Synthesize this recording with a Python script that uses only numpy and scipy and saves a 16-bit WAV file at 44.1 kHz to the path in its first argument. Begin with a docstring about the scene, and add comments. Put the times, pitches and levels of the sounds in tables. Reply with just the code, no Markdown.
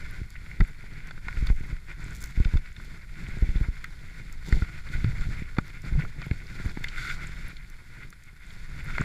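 """Skiing deep powder.

Heard from a camera in a closed plastic case worn by the skier. Each carve and scuff swells the
crunch of snow in the case's resonances; air and body motion rumble, and bumps jolt the mount.
Gear knocks and rattles against the case, and thrown snow crystals tick on it."""
import sys
import numpy as np
from scipy.fft import rfft, irfft, next_fast_len
from scipy.io import wavfile
from scipy.ndimage import uniform_filter1d, map_coordinates

SR = 44100
rng = np.random.default_rng(int(sys.argv[2]) if len(sys.argv) > 2 else 0)


def file_out(sig):
    """Save sig as 16-bit WAV at sys.argv[1]."""
    # one column per channel
    cols = np.atleast_2d(sig).T
    # limit, then scale
    lim = np.clip(cols, -1, 1)
    pcm = np.round(lim * 32767).astype(np.int16)
    wavfile.write(sys.argv[1], SR, pcm)


N = 398663


def amp(db):
    return 10 ** (np.asarray(db) / 20)


def unit_rms(x):
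    return x / np.sqrt(np.mean(x ** 2) + 1e-20)


def db_at(spectrum, hz):
    """Interpolate (f/Hz, level/dB) rows on a log frequency axis."""
    row_hz, row_db = np.transpose(spectrum)
    return np.interp(np.log(hz + 1), np.log(row_hz), row_db)


def level_curve(rows):
    """Interpolate (t/s, level/dB) rows to one level per sample."""
    row_s, row_db = np.transpose(rows)
    return np.interp(np.arange(N) / SR, row_s, row_db)


def wobble(rate_hz):
    """Smooth random curve through rate_hz knots a second."""
    knots = rng.standard_normal(int(N * rate_hz / SR) + 4)
    return map_coordinates(knots, [np.arange(N) * rate_hz / SR])


def below(hz, edge_hz, order=8):
    """Low-pass gain."""
    return 1 / np.sqrt(1 + (hz / edge_hz) ** (2 * order))


def above(hz, edge_hz, order=8):
    """High-pass gain."""
    return np.sqrt(1 - below(hz, edge_hz, order) ** 2)


def resonance(hz, centre_hz, q):
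    """Gain of two equal resonators in series."""
    ratio = (hz + 1) / centre_hz
    return 1 / (1 + (q * (ratio - 1 / ratio)) ** 2)


def filtered(x, gain):
    """Minimum-phase filter of magnitude gain(hz)."""
    half = next_fast_len(len(x) // 2 + SR // 20)
    hz = np.fft.rfftfreq(2 * half, 1 / SR)
    cepstrum = irfft(np.log(np.maximum(gain(hz), 1e-6)))
    cepstrum[1:half] *= 2
    cepstrum[half + 1:] = 0
    return irfft(rfft(x, 2 * half) * np.exp(rfft(cepstrum)))[:len(x)]


def shaped(x, spectrum):
    """Filter by a spectrum table, then scale to rms 1."""
    return unit_rms(filtered(x, lambda hz: amp(db_at(spectrum, hz))))


def add(track, start_s, sound):
    part = track[max(round(start_s * SR), 0):][:len(sound)]
    part += sound[:len(part)]


def crunch(rate_hz, spread_db, grain_db):
    """Smooth powder hiss plus tiny fractures of uneven size, rms 1."""
    size = amp(spread_db * np.minimum(rng.exponential(size=N), np.pi + 2))
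    grains = (rng.random(N) < rate_hz / SR) * size * rng.choice([-1, 1], N)
    return unit_rms(rng.standard_normal(N) + amp(grain_db) * unit_rms(grains))


def swell(start_s, hold_s, attack_s, release_s):
    """Power of a stroke: builds, holds at 1, lets go."""
    t = np.arange(N) / SR - start_s
    away = np.maximum(-t / attack_s, (t - hold_s) / release_s)
    return np.exp(-np.clip(away, 0, 2 * np.pi) ** 2)


# Case resonances: f/Hz, width/Hz, lift/dB
CASE_MODES = [(990, 140, 3), (1450, 170, 7.5), (2120, 400, 8.5), (3560, 380, 6), (4420, 500, 4.5),
              (7230, 650, 5), (11050, 900, 3.5)]
def case_lift_db(hz):
    """Boost from the case's resonances."""
    return sum(db / (1 + (2 * (hz - mode_hz) / width_hz) ** 2) for mode_hz, width_hz, db in CASE_MODES)


# Wall transmission: f/Hz, gain/dB
WALL_GAIN = [(200, -11), (800, -15.5), (1150, -11.5), (1450, -6.5), (2400, -5.5), (2950, -17),
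             (3400, -16.5), (5200, -16.5), (5800, -21.5), (7000, -22), (8300, -26), (12000, -33.5),
             (15500, -39)]
def case(hz):
    """Gain of the case: a dull wall lifted at its resonances."""
    return amp(db_at(WALL_GAIN, hz) + case_lift_db(hz))


# Skis running flat: t/s, rush/dB
GLIDE_LEVELS = [(0, -53.5), (1.2, -61), (1.8, -57), (3.05, -56.5), (3.8, -53.5), (4.35, -55), (5.2, -53),
                (5.7, -55), (6.8, -51.5), (7.7, -56.5), (8.38, -61), (8.6, -57), (9.04, -51.5)]
# Weight on the edges: t/s, length/s, rush/dB, spray/dB, rumble/dB
EDGE_CARVES = [(0.0, 0.18, -50.5, -60, -47.5), (.47, 0.21, -56.5, -65, -51), (0.818, 0.36, -57, -64.5, -48),
               (1.263, 0.23, -48.5, -57, -45.5), (1.59, 0.13, -54, -64, -48), (2.021, .27, -50, -58, -46.5),
               (2.37, 0.17, -49.5, -58, -48), (2.798, 0.15, -55, -61, -51), (3.195, 0.45, -49, -59, -42.5),
               (4.038, 0.19, -61, -70, -51), (4.48, 0.13, -48.5, -52.5, -39.5),
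               (4.623, .16, -52, -62, -50.5), (4.888, 0.48, -51, -58.5, -44.5),
               (5.862, 0.21, -50.5, -62, -42), (6.175, 0.25, -54.5, -73, -45.5),
               (6.521, 0.19, -50.5, -57, -44), (6.846, .66, -48.5, -58.5, -49),
               (6.988, .13, -37.5, -48, -48), (7.933, 0.11, -54, -64, -51.5),
               (8.449, 0.19, -53, -60, -54.5), (8.72, .31, -51, -60, -48), (8.895, 0.12, -43.5, -54.5, -43)]
# An edge brushing a drift: t/s, rush/dB
EDGE_SCUFFS = [(.19, -50.5), (.68, -48), (.81, -54), (.98, -50.5), (1.08, -52), (1.70, -48), (1.905, -45.5),
               (2.13, -63), (2.671, -54.5), (2.90, -57), (4.20, -48), (4.31, -55), (4.77, -50.5),
               (4.94, -40.5), (5.10, -44.5), (5.232, -40), (5.33, -46), (5.39, -45.5), (5.51, -63),
               (5.69, -48.5), (5.77, -51), (5.87, -46), (6.02, -47), (6.25, -47), (6.61, -44.5),
               (7.11, -43), (7.23, -41.5), (7.47, -49.5), (8.01, -53.5), (8.29, -57.5), (8.78, -56)]
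def footwork(attack_s=0.025, release_s=0.023, spray_hang_s=0.034, shudder_s=0.014):
    """Rush, spray and rumble in dB: glide, carves, scuffs and shudder after bumps add in power."""
    glide = amp(level_curve(GLIDE_LEVELS)) ** 2
    scuffs = sum(amp(db) ** 2 * swell(s, 0, attack_s=0.023, release_s=0.02) for s, db in EDGE_SCUFFS)
    rush = glide + scuffs
    spray = amp(-7) ** 2 * glide + amp(-12.5) ** 2 * scuffs
    rumble = amp(1.5) ** 2 * glide + amp(-0.5) ** 2 * scuffs
    for s, length_s, rush_db, spray_db, rumble_db in EDGE_CARVES:
        weight = swell(s, length_s, attack_s, release_s)
        rush += amp(rush_db) ** 2 * weight
        spray += amp(spray_db) ** 2 * swell(s, length_s, attack_s, spray_hang_s)
        rumble += amp(rumble_db) ** 2 * weight
    shudder = np.exp(-np.arange(SR // 2) / SR / shudder_s)
    for s, db, _ in BUMPS:
        add(rumble, s, amp(db - 25.5) ** 2 * shudder)
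    return 10 * np.log10([rush, spray, rumble])


def powder_rush(crush):
    """The rush drifts between hollow and bright as the skis change angle."""
    hollow = filtered(crush, lambda hz: case(hz) * above(hz, 315, order=2) * below(hz, 1980, order=5))
    grit = crunch(rate_hz=450, spread_db=5, grain_db=-4)
    bright = filtered(grit, lambda hz: case(hz) * above(hz, 1447, order=5) * below(hz, 3340))
    tilt_db = 1.1 * wobble(16)
    return unit_rms(hollow * amp(tilt_db) + bright * amp(-tilt_db))


# Case modes rung by a biting edge: f/Hz, width/Hz, level/dB
SQUEAK_MODES = [(1450, 150, 0), (2130, 260, -6), (3560, 350, -20)]
def edge_squeak():
    """A loaded edge bites firmer snow and keeps the case's three strongest modes ringing."""
    def gain(hz):
        modes = sum(amp(db) * resonance(hz, mode_hz, q=mode_hz / width_hz)
                    for mode_hz, width_hz, db in SQUEAK_MODES)
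        return above(hz, 940, order=4) * below(hz, 6000) * modes
    return unit_rms(filtered(crunch(rate_hz=510, spread_db=5, grain_db=-4), gain))


# Snow crystals on the case: f/Hz, density/dB
CRYSTAL_SPECTRUM = [(1500, -30), (4000, -2), (7200, 5), (9000, -3.5), (11500, -2), (15500, -8.5)]
def powder_spray(crush, pressure):
    """Fine spray hisses; a few thrown crystals sparkle above it."""
    powder = crush + crunch(rate_hz=1600, spread_db=6, grain_db=-12.5)
    mist = unit_rms(filtered(powder, lambda hz: case(hz) * above(hz, 3080)))
    sparkle = shaped(crunch(rate_hz=180, spread_db=2.4, grain_db=2), CRYSTAL_SPECTRUM)
    flurry_db = 0.5 * pressure + 1.1 * wobble(60)
    return mist * amp(flurry_db) + sparkle * amp(-14.5 + 2.2 * wobble(29))


def snow(rush_db, spray_db, bite_db=-41):
    """Skis crush powder and squeak under load; uneven pressure flutters rush and spray."""
    pressure = wobble(45)
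    crush = crunch(rate_hz=450, spread_db=2.5, grain_db=-1)
    bite = 1 / (1 + amp(-3 * (rush_db - bite_db)))
    rush = np.sqrt(1 - bite) * powder_rush(crush) + np.sqrt(bite) * edge_squeak()
    spray = powder_spray(crush, pressure)
    flutter_db = 2.1 * pressure + 0.62 * wobble(130)
    return rush * amp(rush_db + 0.5 + flutter_db) + spray * amp(spray_db - 1.15)


# Airflow past the case: t/s, level/dB
WIND_LEVELS = [(0, -36.5), (.8, -43.5), (1.15, -43.5), (1.48, -27), (1.82, -45), (2.1, -34.5),
               (2.45, -41.5), (3.0, -40.5), (3.45, -34.5), (4.1, -43), (4.8, -37.5), (5.08, -25.5),
               (5.7, -42), (5.95, -37.5), (7.2, -37), (8.3, -50), (8.8, -35.5), (9.04, -30.5)]
# Buffeting: f/Hz, density/dB
WIND_SPECTRUM = [(8, -5.5), (18, 4.5), (30, -4.5), (55, -8.5), (100, -19), (200, -33), (500, -81.5)]
def wind():
    """Streaming air buffets the case."""
    buffet = shaped(rng.standard_normal(N), WIND_SPECTRUM)
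    return buffet * amp(level_curve(WIND_LEVELS) + 2.5 + 0.34 * wobble(7.9))


# Body-borne rumble: f/Hz, density/dB
RUMBLE_SPECTRUM = [(50, -28), (100, 2), (150, 4), (230, -10), (370, -14.5), (550, -25.5), (900, -27.5),
                   (2000, -62.5)]
def ski_rumble(rumble_db):
    """The skis' vibration comes up through the body."""
    rumble = shaped(crunch(rate_hz=45, spread_db=3, grain_db=-1.5), RUMBLE_SPECTRUM)
    return rumble * amp(rumble_db - 0.03 + 2.2 * wobble(45))


# Microphone noise: f/Hz, density/dB
HISS_SPECTRUM = [(300, -1), (3000, -12), (11000, 0.5), (15500, -11.5)]
def microphone_hiss(level_db=-72):
    """The microphone's steady noise floor."""
    return amp(level_db) * shaped(rng.standard_normal(N), HISS_SPECTRUM)


GRAZE_S = 0.003
def contact(t60_s, scrape):
    """A hard touch: short graze, one impulse, dying scrape."""
    t = np.arange(SR // 20) / SR - GRAZE_S
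    impulse = np.abs(t) == np.abs(t).min()
    envelope = amp(np.where(t < 0, 24 * t / GRAZE_S, -60 * t / t60_s))
    return impulse + scrape * rng.standard_normal(len(t)) * envelope


def struck(touch, gain):
    """A touch rung through a filter, scaled so its loudest 5 ms has a fixed level."""
    ring = filtered(touch, gain)
    loudest_power = uniform_filter1d(ring ** 2, size=SR // 200).max()
    return ring / np.sqrt(2 * np.pi * loudest_power)


def crumbs(spray_db, count=110):
    """Snow crumbs hit at random, scaled by the spray; each pings one upper case mode."""
    track = np.zeros(N)
    upper_hz = [hz for hz, _, _ in CASE_MODES if hz > 2000]
    for when, which, size in rng.random((count, 3)):
        mode_hz = upper_hz[int(which * len(upper_hz))]
        ping = struck(contact(t60_s=0.014, scrape=0.4), lambda hz: resonance(hz, mode_hz, q=5))
        over_spray_db = 12.5 + 18 * size ** 2 + 0.6 * db_at(WALL_GAIN, mode_hz)
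        add(track, when * N / SR, amp(spray_db[int(when * N)] + over_spray_db) * ping)
    return track


# Bumps: t/s, level/dB, push/s
BUMPS = [(0.215, -24, 0.0049), (0.602, -10.5, 0.0086), (0.617, -11.5, 0.011), (1.267, -32.5, 0.0032),
         (1.371, -19, 0.019), (1.425, -16.5, 0.0088), (1.501, -9.5, 0.011), (1.607, -27.5, 0.0033),
         (1.727, -21, 0.012), (2.375, -14.5, 0.011), (2.401, -10, 0.0083), (2.455, -13.5, 0.014),
         (2.537, -14.5, 0.0077), (2.555, -12, 0.012), (3.423, -10.5, 0.0088), (3.489, -15.5, 0.014),
         (3.557, -14, 0.012), (3.611, -14, 0.011), (3.685, -17, 0.0096), (4.525, -9, 0.0094),
         (4.552, -14.5, 0.016), (4.621, -14.5, 0.0069), (4.95, -17.5, 0.019), (5.044, -14, 0.0038),
         (5.196, -18.5, 0.016), (5.269, -23, 0.013), (5.288, -22.5, 0.0062), (5.42, -25, 0.0027),
         (5.584, -13, 0.0023), (5.924, -18, 0.0098), (5.951, -14, 0.012), (6.312, -14.5, 0.0046),
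         (6.658, -18, 0.0056), (6.772, -23, 0.0018), (8.997, -22.5, 0.0035), (9.008, -16.5, 0.0029)]
# Mount judder: t/s, level/dB, f/Hz, length/s
MOUNT_JUDDERS = [(0.606, -20.5, 188, .014), (2.542, -20, 119, 0.017), (5.052, -22, 117, 0.046),
                 (5.971, -17.5, 142, 0.033)]
def mount_jolts():
    """Bumps throw the mount to and fro by turns: quick push, slower rebound; some leave it juddering."""
    track = np.zeros(N)
    t = np.arange(SR // 6) / SR
    for k, (s, db, push_s) in enumerate(BUMPS):
        age = t / push_s
        swing = np.sin(np.pi * age ** 0.69) * np.exp(-(age / 1.84) ** 2)
        add(track, s, (-1) ** k * amp(db + 2) * swing)
    for s, db, judder_hz, length_s in MOUNT_JUDDERS:
        age_s = t[t < length_s]
        envelope = np.sqrt(np.sin(np.pi * age_s / length_s))
        add(track, s, amp(db) * envelope * np.sin(2 * np.pi * judder_hz * age_s))
    return filtered(track, lambda hz: below(hz, 420, order=4) * above(hz, 10, order=1))


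# Crystal hits: t/s, level/dB
CRYSTAL_HITS = [(0.305, -30.5), (1.073, -35), (1.4694, -30), (2.151, -43), (2.166, -32), (2.1854, -39),
                (2.2106, -34), (2.217, -28), (2.2267, -26), (2.2407, -19), (2.2593, -30), (2.85, -38),
                (3.8436, -28), (4.3267, -28.5), (4.492, -30), (5.681, -35), (5.8205, -34), (6.656, -33),
                (6.841, -27), (7.701, -34), (8.105, -31.5), (8.238, -36)]
def crystal_ticks():
    """Flying crystals make tiny bright clicks on the case."""
    track = np.zeros(N)
    for s, db in CRYSTAL_HITS:
        click = struck(contact(t60_s=0.006, scrape=0.3), lambda hz: amp(db_at(CRYSTAL_SPECTRUM, hz)))
        add(track, s - GRAZE_S, amp(db - 13) * click)
    return track


# Gear hits: t/s, level/dB, ring f/Hz, relative body/dB, relative edge/dB
GEAR_HITS = [(0.356, -32, 2050, -20, -36), (0.514, -29, 2150, -26, -37),
             (0.6063, -16.5, 1780, -13.5, -20.5), (1.11, -27.5, 1460, -17, -15.5),
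             (1.1767, -33.5, 1470, -30, -31), (1.284, -19.5, 1470, -16.5, -24),
             (1.47, -31, 4460, -10, -9.5), (1.5008, -31, 2060, -7.5, -22), (2.4009, -33.5, 950, -24, -18),
             (2.4486, -28.5, 1470, -21, -7), (2.5401, -36, 1550, -5, -19), (2.5605, -42, 1000, -3, -18),
             (2.5711, -33.5, 1420, -11, -6.5), (2.765, -41.5, 1480, -27, -3.5),
             (2.7985, -35, 1450, -14, -25), (3.1395, -39, 2070, -25, -14),
             (3.8429, -22.5, 1570, -53, -19.5), (4.5257, -17, 1800, -17, -22.5),
             (4.621, -25, 1490, -15, -36), (5.0439, -26.5, 1560, -14, -15),
             (5.5684, -31.5, 1990, -6.5, -18), (5.5847, -16, 1530, -6, -18.5), (5.9934, -42, 2000, 5, -25),
             (6.021, -27, 2150, -35, -37), (6.049, -28.5, 1170, -13, -35), (6.2178, -36, 2260, 0, -7.5),
             (6.3113, -23, 2120, -16, -22.5), (6.772, -30, 1840, -7, -39), (6.8425, -17, 1990, -24, -15.5),
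             (6.885, -29.5, 3650, -34, -8), (7.049, -24.5, 1450, -28, -32), (7.5682, -39.5, 3550, -35, -6),
             (8.127, -35, 1400, -20, -20), (8.982, -18, 2100, -6.5, -21), (9.0158, -19, 1490, -11.5, -34)]
def gear_knocks():
    """Each knock favours one case resonance; heavy ones sound the hollow body, hard ones upper modes."""
    track = np.zeros(N)
    for s, db, ring_hz, body_db, edge_db in GEAR_HITS:
        touch = contact(t60_s=0.026, scrape=0.24)
        sharp_touch = contact(t60_s=0.017, scrape=0.45)
        ring = struck(touch, lambda hz: case(hz) * above(hz, 1230, order=4)
                      * resonance(hz, ring_hz, q=1.85))
        body = struck(touch, lambda hz: amp(0.14 * case_lift_db(hz))
                      * above(hz, 250, order=2) * below(hz, 1740, order=5))
        edge = struck(sharp_touch, lambda hz: case(hz) * amp(case_lift_db(hz))
                      * above(hz, 2680) * below(hz, 4100, order=2))
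        knock = ring + amp(body_db + 6) * body + amp(edge_db + 9) * edge
        add(track, s - GRAZE_S, amp(db - 3) * knock)
    return track


# Thrown powder: t/s, length/s, level/dB
POWDER_CLOUDS = [(1.267, 0.45, -65.5), (2.1, 0.24, -57)]
def powder_showers():
    """A cloud of powder patters on the case as many tiny clicks."""
    envelope = np.zeros(N)
    for s, length_s, db in POWDER_CLOUDS:
        add(envelope, s, amp(db) * np.sqrt(np.hanning(int(length_s * SR))))
    return envelope * shaped(crunch(rate_hz=140, spread_db=2.5, grain_db=8), CRYSTAL_SPECTRUM)


def scene():
    """Footwork drives snow and rumble; wind, blows on the case and hiss come on top. Mono."""
    rush_db, spray_db, rumble_db = footwork()
    ride = snow(rush_db, spray_db) + crumbs(spray_db) + wind() + ski_rumble(rumble_db)
    blows = mount_jolts() + gear_knocks() + crystal_ticks() + powder_showers()
    return (ride + blows + microphone_hiss())[None]


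def record(dry):
    """The camera keeps nothing above its band limit."""
    limit_hz = 15600
    n_fft = next_fast_len(N + SR // 2)
    passband = np.fft.rfftfreq(n_fft, 1 / SR) < limit_hz
    return irfft(rfft(dry, n_fft) * passband, n_fft)[..., :N]


dry = scene()
out = record(dry)
file_out(out)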